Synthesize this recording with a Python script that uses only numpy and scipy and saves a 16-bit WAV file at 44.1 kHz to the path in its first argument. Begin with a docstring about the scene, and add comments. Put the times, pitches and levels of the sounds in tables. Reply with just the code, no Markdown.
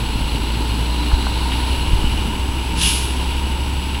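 """At the roadside, a container truck rolls past close by, its diesel slowly gathering speed.
The firing cylinders make the exhaust boom and the engine growl and clatter, while the tyres roar.
The trailer knocks lightly, and near 2.8 s the air brakes let off one sharp hiss.
Wind bumps the microphone of a small camera, which rings at three pitches and adds its own thin whine."""
import sys
import numpy as np
from scipy import signal
from scipy.fft import rfft, irfft
from scipy.io import wavfile

SR = 44100
rng = np.random.default_rng(int(sys.argv[2]) if len(sys.argv) > 2 else 0)


def transcribe(signal):
    """Save signal, clipped to [-1, 1], as a 16-bit WAV file at the path in sys.argv[1]."""
    frames = np.atleast_2d(signal).T
    limited = np.clip(frames, -1, 1)
    pcm = np.round(limited * 32767).astype(np.int16)
    wavfile.write(sys.argv[1], SR, pcm)


N = 176400  # 4 seconds

# A SPECTRUM table says how strong low and high pitches are; a LEVEL table says how loud, and when.
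# engine speed and exhaust loudness: time_s, firing_rate_hz, level_db
ENGINE = [(0, 57.5, -23.5), (.45, 58, -22), (.8, 59.42, -20), (1.3, 60.92, -20), (1.7, 62.14, -20.5),
          (2.05, 63.15, -21), (2.4, 63.59, -24.5), (2.8, 64.88, -21), (3.1, 65.25, -21.5),
          (3.4, 66.8, -21.5), (4, 67.7, -22.5)]
# tones that follow the engine speed: multiple_of_firing_rate, level_vs_boom_db
EXHAUST_TONES = [(.445, -15.5), (.82, -14), (2, -23.5), (2.64, -19), (4, -26.5), (4.93, -25.5)]
# growl of the firings in the truck's frame: pitch_hz, strength_db
GROWL_SPECTRUM = [(60, -13), (110, 12.5), (160, -0.5), (240, 7), (310, -1), (420, -7), (650, -15.5),
                  (1500, -35.5)]
# time_s, level_db
GROWL_LEVEL = [(0, -31), (.6, -28.5), (1.3, -34.5), (2.2, -33), (3.3, -33.5), (4, -33.5)]
# diesel clatter: pitch_hz, strength_db
CLATTER_SPECTRUM = [(900, -51), (1900, -8.5), (2400, 1.5), (2900, 2), (3500, -0.5), (4500, -4.5),
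                    (5400, -11), (6600, -24), (8400, -19), (10000, -17), (12400, -23.5), (15500, -35)]
# time_s, level_db
CLATTER_LEVEL = [(0, -33.5), (.7, -34), (1.4, -33.5), (1.53, -31.5), (1.8, -33), (2.2, -32.5),
                 (2.45, -35.5), (2.7, -33), (3.2, -33), (3.6, -34.5), (4, -33)]
# tyres and nearby traffic: pitch_hz, strength_db
TYRE_SPECTRUM = [(30, 2.5), (90, 1), (150, -1), (300, 0.5), (400, -3.5), (520, -10.5), (680, -13.5),
                 (900, -8), (1150, -15.5), (1450, -10.5), (1800, -16.5), (3000, -20.5), (7000, -27),
                 (15500, -35.5)]
# time_s, level_db
TYRE_LEVEL = [(0, -29.5), (.5, -30), (1, -29), (1.5, -28), (2.2, -29), (2.6, -29.5), (3.3, -29.5),
              (4, -31.5)]
# airy rush from the truck's side: pitch_hz, strength_db
RUSH_SPECTRUM = [(2500, -35), (3500, -5), (4080, 1.5), (4500, -4), (5200, -17), (7000, -32), (12000, -35)]
# time_s, level_db
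RUSH_LEVEL = [(0, -42), (.7, -39), (1.3, -34.5), (1.7, -37.5), (2.1, -50), (2.5, -57), (4, -58)]
# faint sizzle while the cab is closest: pitch_hz, strength_db
SIZZLE_SPECTRUM = [(8500, -29), (9300, -9), (9700, 10), (10200, -7), (11200, -25)]
# metallic rasp as the diesel clatter swells: pitch_hz, strength_db
RASP_SPECTRUM = [(2000, -16), (2600, -5), (2950, 6.5), (3300, -13), (4200, -32)]
# wind on the microphone: pitch_hz, strength_db
WIND_SPECTRUM = [(8, -10), (25, -1.5), (40, -6.5), (62, -8), (85, -5.5), (130, -21), (260, -26),
                 (1000, -65)]
# time_s, level_db
WIND_LEVEL = [(0, -26), (.4, -26.5), (.8, -59), (1.4, -33.5), (1.85, -24.5), (1.97, -17.5), (2.1, -22.5),
              (2.4, -24.5), (3, -35.5), (4, -34)]
# single puffs of wind: time_s, level_db, width_s, low_cut_hz
WIND_BUMPS = [(1.136, 6, 0.0052, 48), (1.935, -0.5, .003, 11), (2.043, -5.5, 0.0011, 36),
              (2.056, -8.5, 0.0051, 7.6)]
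# the trailer's knocks, clinks and thuds: start_s, level_db, pitch_hz, decay_s
TRAILER_KNOCKS = [(1.116, -26.5, 990, 0.0056), (1.267, -13, 930, 0.0017), (1.518, -27, 2500, 0.013),
                  (2.25, -24.5, 196, 0.047), (3.946, -28, 2596, 0.013)]
# air escaping from the brakes: pitch_hz, strength_db
HISS_SPECTRUM = [(300, -50), (800, -37), (1500, -6), (2000, -15), (2400, -0.5), (2900, 1.5), (3400, 2.5),
                 (4300, -1.5), (5200, -2.5), (6200, -6), (8300, -8.5), (10200, -4.5), (11800, -13),
                 (13500, -23), (15500, -32)]
# where the microphone rings: pitch_hz, width_hz, boost_db
MIC_RESONANCES = [(943, 144, 11), (2863, 160, 6.5), (10200, 880, 8.5)]

TIME_S = np.arange(N) / SR


def from_db(db):
    """Turn decibels into a number to multiply by."""
    return 10 ** (np.asarray(db) / 20)


def unit_power(x):
    """Scale a signal so its average power is 1."""
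    return x / np.sqrt(np.mean(x ** 2) + 1e-20)


def over_time(table, column=1):
    """Join a table's points with straight lines, giving one value per sample."""
    table = np.array(table)
    return np.interp(TIME_S, table[:, 0], table[:, column])


def drift(rate_hz):
    """A smooth random wobble, about 1 in size; a higher rate wobbles faster."""
    step, warm_up = 40, 2000
    memory = np.exp(-2 * np.pi * rate_hz * step / SR)
    draws = rng.standard_normal(N // step + warm_up + 2)
    slow = signal.lfilter([1], [1, -2 * memory, memory ** 2], draws)[warm_up:]
    return np.interp(np.arange(N) / step, np.arange(len(slow)), unit_power(slow))


def noise(spectrum, pulses=1):
    """Noise, pulsed if asked, then shaped by a spectrum and scaled to power 1."""
    hz, db = np.transpose(spectrum)
    bins_hz = np.maximum(np.arange(N // 2 + 1) * SR / N, 1)
    gain = from_db(np.interp(np.log(bins_hz), np.log(hz), db))
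    return unit_power(irfft(rfft(pulses * rng.standard_normal(N)) * gain, N))


def swell(peak_s, width_s, peak_db):
    """A smooth rise and fall around one moment."""
    return from_db(peak_db) * np.exp(-((TIME_S - peak_s) / width_s) ** 2)


def exhaust(firings, panel_hz=295.8, panel_width_hz=2.3, panel_boost_db=13.5):
    """A deep boom at the firing rate, with weaker wavering tones tied to it."""
    boom = np.sin(2 * np.pi * firings) * from_db(0.44 * drift(3.3))
    for multiple, db in EXHAUST_TONES:
        # a body panel rings when a tone slides through its pitch
        off_pitch = (multiple * over_time(ENGINE) - panel_hz) / panel_width_hz
        ring_db = panel_boost_db / (1 + off_pitch ** 2)
        tone = np.sin(2 * np.pi * (multiple * firings + rng.random()))
        boom += tone * from_db(db + ring_db + 3.5 * drift(3.4))
    return np.sqrt(2) * boom * from_db(over_time(ENGINE, column=2))


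def engine_block(firings, cylinders=6, pulsed_share=0.14):
    """Uneven cylinders fire in turn; each burst makes a low growl and a bright clatter."""
    which_firing, progress = firings.astype(int), firings % 1
    cylinder_db = np.cos(2 * np.pi * which_firing / cylinders)
    chance_db = 2.5 * rng.standard_normal(N)[which_firing]
    bursts = unit_power(from_db(cylinder_db + chance_db) * np.exp(-progress / 0.38))
    growl = from_db(over_time(GROWL_LEVEL)) * noise(GROWL_SPECTRUM, bursts)
    flicker = (1 - pulsed_share + pulsed_share * bursts) * from_db(0.88 * drift(35))
    clatter = from_db(over_time(CLATTER_LEVEL)) * noise(CLATTER_SPECTRUM, flicker)
    return growl + clatter


def rolling():
    """Tyres roar; a rush and a sizzle swell in turn as the wheels go by, and the diesel clatter swells into a
    rasp."""
    sizzle = swell(peak_s=1.7, width_s=0.34, peak_db=-52.5) * noise(SIZZLE_SPECTRUM)
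    rasp = swell(peak_s=2.02, width_s=0.48, peak_db=-39) * noise(RASP_SPECTRUM)
    roar = from_db(over_time(TYRE_LEVEL)) * noise(TYRE_SPECTRUM)
    rush = from_db(over_time(RUSH_LEVEL)) * noise(RUSH_SPECTRUM)
    return roar + rush + sizzle + rasp


def squeaks(per_second=22, pitch_hz=4080, spread_hz=130, width_s=0.0059):
    """Rubbing metal chirps at random moments, growing and fading with the rush."""
    out = np.zeros(N)
    for when, pitch_draw, size in rng.random((int(per_second * N / SR), 3)):
        middle = int(when * N)
        near = slice(max(middle - SR // 20, 0), middle + SR // 20)
        offset_s = TIME_S[near] - when * N / SR
        hz = pitch_hz + spread_hz * (2 * pitch_draw - 1)
        shape = 2 * size * np.exp(-(offset_s / width_s) ** 2 / 2)
        out[near] += shape * np.sin(2 * np.pi * hz * offset_s)
    return out * from_db(over_time(RUSH_LEVEL) + 2.5)


def wind():
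    """Gusts hit the microphone, making a low rumble and a few dull bumps."""
    out = from_db(over_time(WIND_LEVEL) - drift(18)) * noise(WIND_SPECTRUM)
    for time_s, db, width_s, low_cut_hz in WIND_BUMPS:
        puff = from_db(db) / (1 + ((TIME_S - time_s) / width_s) ** 2 / 2) ** 2
        out += signal.sosfilt(signal.butter(2, low_cut_hz, "high", fs=SR, output="sos"), puff)
    return out


def camera_whine(pitch_hz, level_db, octave_db):
    """A thin steady tone from the camera itself, plus a fainter one an octave up."""
    angle = 2 * np.pi * pitch_hz * TIME_S
    return np.sqrt(2) * (from_db(level_db) * np.sin(angle) + from_db(octave_db) * np.sin(2 * angle))


def trailer_knocks(band_ratio=1.61):
    """Each knock is a quickly fading burst of noise around its own pitch."""
    out = np.zeros(N)
    for start_s, db, hz, decay_s in TRAILER_KNOCKS:
        band = signal.butter(3, [hz / band_ratio, hz * band_ratio], "band", fs=SR, output="sos")
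        shake = unit_power(signal.sosfilt(band, rng.standard_normal(N)))
        fade = (TIME_S >= start_s) * np.exp(-np.abs(TIME_S - start_s) / decay_s)
        out += signal.sosfilt(band, from_db(db) * fade * shake + 1e-18)
    return out


def valve_flow(age_s, leak_s=0.054, leak_share=0.43, rise_s=0.017, hold_s=0.058, fall_db_per_s=73):
    """The brake valve seeps, snaps open, and the flow dies away as the pressure drains."""
    seep = leak_share * np.clip(1 + age_s / leak_s, 0, 1)
    snap = (1 - leak_share) * np.clip(age_s / rise_s, 0, 1)
    draining_s = np.maximum(age_s - rise_s - hold_s, 0)
    return (seep + snap) * from_db(-fall_db_per_s * draining_s)


def air_brake(open_s=2.798, level_db=-19.5, split_hz=8500, lag_s=0.015):
    """One fluttering jet of air, whose highest part builds and fades a little later."""
    age_s = TIME_S - open_s
    jet = noise(HISS_SPECTRUM)
    highs = signal.sosfiltfilt(signal.butter(2, split_hz, "high", fs=SR, output="sos"), jet)
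    hiss = valve_flow(age_s) * (jet - highs) + valve_flow(age_s - lag_s) * highs
    return hiss * from_db(level_db + 0.6 * drift(50))


def scene():
    """Add the truck, the wind and the camera's whine into one channel."""
    firing_rate_hz = over_time(ENGINE) * (1 + 0.003 * drift(8))
    firings = np.cumsum(firing_rate_hz) / SR  # how many firings so far
    engine = exhaust(firings) + engine_block(firings)
    truck = engine + rolling() + squeaks() + trailer_knocks() + air_brake()
    whine = camera_whine(pitch_hz=5900, level_db=-58, octave_db=-64)
    whine += camera_whine(pitch_hz=7867, level_db=-48, octave_db=-62)
    return (truck + wind() + whine)[None]


def record(dry):
    """The microphone boosts the pitches it rings at, and the very highest sounds are cut."""
    out, cutoff_hz = dry, 15800
    for hz, width_hz, boost_db in MIC_RESONANCES:
        ringing = signal.lfilter(*signal.iirpeak(hz, hz / width_hz, fs=SR), out)
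        out = out + (from_db(boost_db) - 1) * ringing
    return signal.sosfilt(signal.ellip(12, .1, 90, cutoff_hz, fs=SR, output="sos"), out)


dry = scene()
out = record(dry)
transcribe(out)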